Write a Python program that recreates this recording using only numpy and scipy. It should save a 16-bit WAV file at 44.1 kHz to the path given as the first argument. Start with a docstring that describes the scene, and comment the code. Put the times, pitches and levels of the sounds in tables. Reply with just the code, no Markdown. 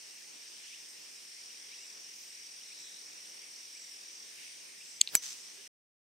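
"""A broad haze of cicadas opens over soft wind, with four crickets and a distant bird, at a golf tee in summer.
Insects and wind are shaped noise, pulsed tones and a drone; bird and far notes are short glides.
As the club comes down something snaps, squeaks and ticks close by: brief damped modes and a growing tone.
The head swishes, cracks on the ball and rings in decaying modes; noise bursts give turf crackle and the
tree line's scatter. Then everything cuts to silence."""
import sys
import numpy as np
from scipy import signal
from scipy.io import wavfile
from scipy.ndimage import uniform_filter1d

SR = 44100
rng = np.random.default_rng(int(sys.argv[2]) if len(sys.argv) > 2 else 0)


def inscribe(sig):
    """Save sig as 16-bit PCM at rate SR to the path in sys.argv[1].

    A 1-D sig is mono; a 2-D sig holds one channel per row.
    Samples are clipped to [-1, 1] before scaling.
    """
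    pcm = np.round(np.clip(np.atleast_2d(sig).T, -1, 1) * 32767)
    wavfile.write(sys.argv[1], SR, pcm.astype(np.int16))


def magnitude_from_level(level_db):
    """Linear magnitude for a level in decibels (20 dB per decade)."""
    exponent = np.asarray(level_db, float) / 20
    return 10 ** exponent


N = 269886  # length in samples
SNAP_S, STRIKE_S, CUT_S = 5.0137, 5.1523, 5.677
BINS_HZ = np.fft.rfftfreq(512, 1 / SR)[:, None]  # the bands of every noise
FRAMES_S = np.arange(N // 128 + 5) * 128 / SR  # and its time steps


def read(points, hz):
    """Reads a spectrum table on a log-frequency axis."""
    f, value = np.transpose(points)
    return np.interp(np.log(hz + 1), np.log(f + 1), value)


def evened(x):
    """Scales to rms 1."""
    return x / np.sqrt(np.mean(x ** 2) + 1e-20)


def add(mix, s, sound):
    """Mixes a two-channel sound in at s seconds."""
    part = mix[:, round(s * SR):][:, :sound.shape[1]]
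    part += sound[:, :part.shape[1]]


def drift(span_s, channels=1):
    """Slow random wander of rms 1: noise averaged twice over span_s."""
    span = int(span_s * SR)
    once = uniform_filter1d(rng.standard_normal((channels, N)), span)
    return evened(uniform_filter1d(once, span))


def noise(field_db, same):
    """Two-channel noise of rms 1 from a dB field of bands by frames; same is the left-right likeness."""
    a, b, c, d = rng.standard_normal((len(FRAMES_S), 257, 4)).T
    same = np.clip(same, -1, 1)
    left = a + 1j * b
    right = same * left + np.sqrt(1 - same ** 2) * (c + 1j * d)
    bands = np.array([left, right]) * magnitude_from_level(field_db)
    return evened(signal.istft(bands, nperseg=512, noverlap=384)[1][:, :N])


def tone(hz, level, blur):
    """A sine of the given rms level with a wavering phase per ear."""
    phase = 2 * np.pi * np.cumsum(hz * np.ones(N)) / SR
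    return np.sqrt(2) * level * np.sin(phase + blur * drift(0.012, channels=2))


def envelope(shape, blow_s):
    """Fades in, moves at a steady dB rate to its turn, then falls quickly at first and slowly later."""
    start, attack, growth_db, peak, peak_db, knee, fall_db = shape
    t = np.arange(N) / SR - blow_s
    growth = growth_db * np.clip(t - peak, start - peak, 0)
    fall = fall_db * np.log10(1 + np.maximum(t - peak, 0) / knee)
    return np.clip((t - start) / attack, 0, 1) ** 2 * magnitude_from_level(peak_db + growth - fall)


def gust(shape, colour, same):
    """Coloured noise under an envelope around the strike."""
    return envelope(shape, STRIKE_S) * noise(read(colour, BINS_HZ), same)


def dying(t, t60):
    """Metal: struck at once, then exponential decay."""
    return (1 - np.exp(-t / .00014)) ** 2 * magnitude_from_level(-60 * t / t60)


def damped(t, length):
    """A held, soft-backed part: one swell and it is over."""
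    return np.sin(np.pi * np.minimum(t / length, 1) ** 0.55) ** 2


def ring(modes, shape, lead, echo_s, echo_db, echo_hz):
    """Modes under their envelopes, plus a duller bounce off the turf."""
    t = np.arange(SR // 3) / SR
    side = np.array([[.5], [-.5]])
    direct = np.zeros((2, len(t)))
    for k, (hz, db, span, pan_db) in enumerate(modes):
        wave = np.sin(2 * np.pi * hz * t + read(lead, hz) * side)
        # neighbouring modes start in opposite sense
        direct += (-1) ** k * magnitude_from_level(db + pan_db * side) * shape(t, span) * wave
    dull = signal.lfilter(*signal.butter(2, echo_hz, fs=SR), direct)
    return direct + magnitude_from_level(echo_db) * np.roll(dull, round(echo_s * SR), axis=1)


# The club head's ring. Each row: pitch in Hz, level in dB, 60 dB decay time in seconds, left minus right in dB.
HEAD = [(240, -29, .011, 5), (2300, -40, 0.043, 0), (4790, -19, 0.007, -2.5), (5920, -32, .06, 0),
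        (7065, -22.5, 0.035, 3), (7915, -19.5, 0.035, 0), (10250, -26.5, .025, -4),
        (11725, -29.5, .07, -4.5), (12300, -29, .025, -1.5), (15265, -20, .016, 2)]
# The crack while ball and face touch. Each row: pitch in Hz, level in dB, length in seconds, left minus right in dB.
CRACK = [(550, -30, .0025, 1), (2050, -17.5, .0012, -.5), (4200, -24, .001, -1), (7750, -5, .0013, 1.5),
         (11700, -13.5, .0011, -2), (14300, -23, .0008, 1)]
# Stereo phase of both. Each row: frequency in Hz, lead of the left in radians.
HEAD_LEAD = [(200, 2.5), (800, 1.5), (2000, 0.35), (8000, .6), (15000, .8)]


def strike():
    """Impact drives very short damped contact modes and the longer modes of the metal head."""
    out = np.zeros((2, N))
    add(out, STRIKE_S, ring(HEAD, dying, HEAD_LEAD, 0.0013, -16, 9000))
    add(out, STRIKE_S, ring(CRACK, damped, HEAD_LEAD, 0.0013, -10, 9000))
    return out


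# The longest ring. In order: start in seconds from the strike, attack in seconds, slope to the turn in dB per
# second, turn in seconds from the strike, level there in dB, knee in seconds, fall in dB per decade.
SING = (.012, .005, -100, .025, -34, .004, 22)
SING_HZ, SING_HZ_PER_S = 5960, 1500


def sing():
    """The longest ring, heard as the face swings round: a tone that glides up for a tenth of a second."""
    since_s = np.clip(np.arange(N) / SR - STRIKE_S, 0, .1)
    return tone(SING_HZ + SING_HZ_PER_S * since_s, envelope(SING, STRIKE_S), .22)


# The swish's envelope. In order: start in seconds from the strike, attack in seconds, growth in dB per second,
# peak in seconds from the strike, peak in dB, knee in seconds, fall in dB per decade.
SWISH = (-.062, .02, 600, -.004, -39, .03, 62)
# Its colour. Each row: frequency in Hz, relative density in dB per Hz.
SWISH_COLOUR = [(60, -6), (170, 4), (450, 2), (900, -3), (2000, -2.5), (6000, -5), (16000, -7)]
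# Its width. Each row: frequency in Hz, left-right likeness from -1 to 1.
SWISH_SAME = [(100, -.7), (400, -.3), (1500, .45), (15000, .45)]


def swish():
    """Air torn by the club: noise that grows steeply into the strike."""
    return gust(SWISH, SWISH_COLOUR, read(SWISH_SAME, BINS_HZ))


# The snap, hard and dry. Each row: pitch in Hz, level in dB, length in seconds, left minus right in dB.
SNAP = [(220, -39, 0.005, 7.5), (2400, -27, .0016, 3), (3370, -14, 0.0026, 4.5), (4430, -12, 0.0026, -3.5),
        (7680, -4.5, 0.0012, 2.5), (11300, -23, .001, -2), (14600, -33, .003, 0.5)]
# Stereo phase of snap and ticks. Each row: frequency in Hz, lead of the left in radians.
SNAP_LEAD = [(300, 2.49), (2000, 0.295), (4400, 0.44), (8000, .3), (15000, .9)]


def snap():
    """Something snaps close by: heavily damped modes, each over in milliseconds."""
    out = np.zeros((2, N))
    add(out, SNAP_S, ring(SNAP, damped, SNAP_LEAD, 0.0037, -15, 2800))
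    return out


# The squeak's envelope. In order: start in seconds from the snap, attack in seconds, growth in dB per second,
# peak in seconds from the snap, peak in dB, knee in seconds, fall in dB per decade.
SQUEAK = (-.0038, .0008, 2600, .0002, -18, .002, 50)


def squeak():
    """A squeak grows into the snap: one high tone with a slightly wavering phase."""
    return tone(6600, envelope(SQUEAK, SNAP_S), .2)


# Small ticks after the snap. Each row: start in seconds, level in dB.
TICKS = [(5.0398, -61), (5.0745, -25), (5.0894, -35.5), (5.098, -45)]
# Their shared ring. Each row: pitch in Hz, relative level in dB, length in seconds, left minus right in dB.
TICK = [(4000, 1.5, 0.002, 0.96), (2800, -10.5, 0.0018, 0), (6300, -16.5, .002, 0)]


def ticks():
    """One small damped ring, repeated at different strengths."""
    out = np.zeros((2, N))
    tick = ring(TICK, damped, SNAP_LEAD, 0.0032, -15.5, 6000)
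    for s, db in TICKS:
        add(out, s, magnitude_from_level(db) * tick)
    return out


# The turf's envelope. In order: start in seconds from the strike, attack in seconds, growth in dB per second,
# peak in seconds from the strike, peak in dB, knee in seconds, fall in dB per decade.
TURF = (0, .001, 100, .001, -26, .012, 65)
# Its colour. Each row: frequency in Hz, relative density in dB per Hz.
TURF_COLOUR = [(500, -19.5), (2500, -10.5), (5000, -3), (7500, -5), (9500, -14.5), (12000, -8.5),
               (16000, -14.5)]


def turf():
    """Crackle of grass and tee: a noise burst that falls fast, then lingers."""
    return gust(TURF, TURF_COLOUR, .4)


# The tree line's envelope. In order: start in seconds from the strike, attack in seconds, growth in dB per
# second, peak in seconds from the strike, peak in dB, knee in seconds, fall in dB per decade.
TREES = (.066, .006, 110, .1, -40.5, .3, 75)
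# Its colour. Each row: frequency in Hz, relative density in dB per Hz.
TREES_COLOUR = [(300, -30), (1500, -14), (3000, -8.5), (5400, -3), (6000, 3.5), (6600, -4), (7400, -1.5),
                (8400, -6.5), (9800, -15.5), (15700, -21.5), (15900, -62)]


def trees():
    """Scatter from the trees: a late noise burst that single trunks make grainy."""
    return magnitude_from_level(2.2 * drift(.002)) * gust(TREES, TREES_COLOUR, .25)


# Near, high, thin and slow crickets. Each row: first stroke in seconds, last stroke in seconds,
# strokes per second, pitch in Hz, peak level in dB.
CRICKETS = [(.958, 4.25, 42.05, 5625, -47.2), (-.0155, 5.7, 37.5, 9050, -61.5),
            (.002, 2.7, 16.25, 7080, -66), (-.0154, 1.4, 16.225, 5500, -57.5)]
# Their wings. Each row: pitch sag in a stroke in Hz, sounding share, skew, unevenness in dB, phase blur in
# radians, left minus right in dB, level change by the end in dB.
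WINGS = [(380, .52, .75, .8, .3, 1.5, 1.2), (900, .55, .8, 2.5, 1.8, -1.5, 0),
         (60, 1.0, .9, 2.5, .8, .1, -9), (60, .9, .9, 2.2, .32, .1, -3)]
# A cricket that sets in hurries, then settles; it starts flat and soft.
HURRY_PER_S, SETTLE_S = 2.3, .65  # extra strokes per second at first, settling time
FLAT_HZ, SOFT_DB, WARM_S = 120, -8.5, .3


def cricket(song, wing, sets_in):
    """Each wing stroke is a short tone whose pitch sags; leaves and distance blur its phase per ear."""
    first_s, last_s, per_s, hz, db = song
    sag_hz, share, skew, uneven_db, blur, pan_db, tire_db = wing
    t = np.arange(N) / SR - first_s
    hurry = sets_in * HURRY_PER_S * SETTLE_S * (1 - np.exp(-t / SETTLE_S))
    strokes = per_s * t + hurry
    cold = sets_in * np.exp(-np.maximum(t, 0) / WARM_S)
    which = np.maximum(np.round(strokes).astype(int), 0)
    start = rng.random(300)[which]  # every stroke starts at a phase of its own
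    size = rng.standard_normal(300)[which]
    place = np.clip((strokes - which) / share + .5, 0, 1)  # 0 to 1 across one stroke
    stroke = np.sin(np.pi * place ** skew) * (t < last_s - first_s)  # quick rise, slower fall
    pitch_hz = hz - FLAT_HZ * cold + sag_hz * (.5 - place)
    turns = start + np.cumsum(pitch_hz) / SR
    level_db = db + SOFT_DB * cold + tire_db * np.clip(t / (last_s - first_s), 0, 1) ** 3
    level = magnitude_from_level(level_db + uneven_db * size + pan_db * np.array([[.5], [-.5]]))
    return level * stroke * np.sin(2 * np.pi * turns + blur * drift(0.0037, channels=2))


def crickets():
    """Four singers; only the near one sets in, the rest are long under way."""
    return sum(cricket(song, wing, k == 0) for k, (song, wing) in enumerate(zip(CRICKETS, WINGS)))


# A bird's rising whistles. Each row: start in seconds, length in seconds, lowest pitch in Hz, level in dB.
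BIRD = [(.356, .02, 2870, -61.5), (.713, .04, 2200, -54.5), (1.488, .03, 2600, -59.5),
        (1.709, .039, 2170, -55), (2.22, .035, 2270, -64), (2.603, .024, 2720, -58.5),
        (2.698, .042, 2100, -58), (3.743, .044, 2080, -59), (4.797, .03, 2280, -56.5),
        (4.854, .02, 2470, -62)]
# Faint far notes that barely rise. Each row: start in seconds, length in seconds, lowest pitch in Hz, level in dB.
NOTES = [(1.777, .089, 2650, -65), (2.83, .07, 3550, -64.5), (2.95, .03, 3780, -62.5),
         (5.565, .055, 1630, -69), (5.576, .036, 390, -66.5)]
BIRD_OCTAVES_PER_S, NOTE_OCTAVES_PER_S, BEND = 13, 2.2, 1.5


def whistles(rows, octaves_per_s, rough=.22):
    """Short upward glides that steepen, smeared by distance."""
    out = np.zeros((2, N))
    for s, length, from_hz, db in rows:
        u = np.linspace(0, 1, int(length * SR))
        pitch_hz = from_hz * 2 ** (octaves_per_s * length * u ** BEND)
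        glide = np.sin(2 * np.pi * np.cumsum(pitch_hz) / SR)
        swell = np.sqrt(np.sin(np.pi * u ** 1.5))
        add(out, s, magnitude_from_level(db) * np.sqrt(2) * swell * glide * np.ones((2, 1)))
    return out * (1 + rough * drift(0.0034, channels=2))


# The far chorus. Each row: frequency in Hz, relative density in dB per Hz.
HAZE = [(1000, -38.5), (1450, -20), (1800, -9), (2400, -5.5), (3300, -8), (4400, -8), (5000, -2), (5900, 0),
        (6700, -7.5), (7300, -12.5), (8300, -5.5), (9000, -5), (9350, -13), (9800, -19), (13000, -19.5),
        (15700, -23.5), (15850, -70.5)]
HAZE_DB = -50.5  # rms
# Stereo width of haze and wind. Each row: frequency in Hz, left-right likeness from -1 to 1.
SAME = [(60, -0.05), (130, -0.02), (290, -0.34), (640, -0.52), (1410, -0.11), (3100, 0.42), (6820, 0.44),
        (15000, -0.097)]
# Stereo balance. Each row: frequency in Hz, left minus right in dB.
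LEAN = [(60, -3), (180, 0.5), (550, -0.5), (1650, 2), (4970, 0), (15000, -3.5)]
# Swells in the chorus. Each row: centre in seconds, lift in dB, length in seconds, pitch in Hz, width in Hz.
SWELLS = [(.68, 4, .2, 3200, 2500), (1.721, 2.5, .3, 3210, 2510), (2.8, 6, .46, 3900, 700),
          (4.438, 5, .15, 3000, 4000), (4.43, 9.5, .18, 10000, 1500)]
# A thin buzz about once a second. Each row: centre in seconds, lift in dB.
BUZZES = [(1.84, 7.5), (2.84, 9), (3.851, 9), (4.9, 8)]
# Shared by every buzz: length in seconds, pitch in Hz, width in Hz.
BUZZ = (.14, 7650, 800)
# The treble brightens briefly. Each row: centre in seconds, lift in dB.
SHEENS = [(.9, 3.5), (2.222, 6), (2.933, 2), (3.298, 1.5), (3.94, 2), (4.4, 5)]
# Shared by every sheen: length in seconds, pitch in Hz, width in Hz.
SHEEN = (.15, 14000, 4600)


def haze(patchy_db=1.4):
    """Countless far insects blur into patchy noise; single voices swell out of it."""
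    grain = rng.standard_normal((len(FRAMES_S), 257))
    patches = evened(uniform_filter1d(uniform_filter1d(grain, 30, 0), 6, 1)).T
    rows = SWELLS + [row + BUZZ for row in BUZZES] + [row + SHEEN for row in SHEENS]
    swell_db = 0
    for s, db, length, mid_hz, width in rows:
        in_time = (2 * (FRAMES_S - s) / length) ** 2
        in_pitch = (2 * (BINS_HZ - mid_hz) / width) ** 2
        swell_db = swell_db + db * np.exp(-in_time - in_pitch)
    lean_db = read(LEAN, BINS_HZ) * np.array([.5, -.5])[:, None, None]
    field_db = read(HAZE, BINS_HZ) + patchy_db * patches + swell_db + lean_db
    return magnitude_from_level(HAZE_DB) * noise(field_db, read(SAME, BINS_HZ))


DRONE_HZ, DRONE_DB = 5085, -70
DRONE_UP_DB, DRONE_TOP_S, DRONE_SWELL_S = 5, 1.7, 1.5


def drone():
    """A thin held tone of wavering phase that swells once."""
    t = np.arange(N) / SR
    swell_db = DRONE_UP_DB * np.exp(-(2 * (t - DRONE_TOP_S) / DRONE_SWELL_S) ** 2)
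    return tone(DRONE_HZ, magnitude_from_level(DRONE_DB + swell_db), .9)


# Soft wind. Each row: frequency in Hz, relative density in dB per Hz.
WIND = [(35, -47), (60, -19.5), (221, -3), (394, 2), (629, -3.5), (949, -4.5), (1390, -7), (1600, -5.5),
        (2080, -32.5), (3520, -120)]
WIND_DB = -66  # rms before its slow wander
# The rumble is lumpy and picks up late.
GUST_S, GUST_RISE_S, GUST_DB, LUMPY_DB, RUMBLE_HZ = 4.2, .25, 5, 4, 150


def wind():
    """Low soft rumble from shaped noise, partly opposite in the two microphone ports."""
    lumps = evened(uniform_filter1d(rng.standard_normal(len(FRAMES_S)), 24))
    late_db = GUST_DB * (.5 + .5 * np.tanh((FRAMES_S - GUST_S) / GUST_RISE_S))
    rumble_db = (late_db + LUMPY_DB * (lumps - 1)) / (1 + (BINS_HZ / RUMBLE_HZ) ** 4)
    level = magnitude_from_level(WIND_DB + 1.1 * drift(0.087))
    return level * noise(read(WIND, BINS_HZ) + rumble_db, read(SAME, BINS_HZ))


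def scene():
    """The swing among insects, bird and wind."""
    mix = strike() + sing() + swish()
    mix += snap() + squeak() + ticks()
    mix += turf() + trees()
    mix += crickets() + whistles(BIRD, BIRD_OCTAVES_PER_S) + whistles(NOTES, NOTE_OCTAVES_PER_S)
    return mix + haze() + drone() + wind()


def roll_off(x):
    """The treble ends steeply here."""
    return signal.sosfilt(signal.butter(12, 16970, fs=SR, output="sos"), x)


def record(dry):
    """The microphone drops deep bass and the top; the edit cuts the sound."""
    low_cut = signal.sosfilt(signal.butter(2, 90, "high", fs=SR, output="sos"), dry)
    top_cut = signal.firwin(129, 16300, window=("kaiser", 8), fs=SR)[None]
    band = signal.oaconvolve(low_cut, top_cut, "same")
    finished = band * (np.arange(N) < CUT_S * SR)
    return roll_off(finished)


dry = scene()
out = record(dry)
inscribe(out)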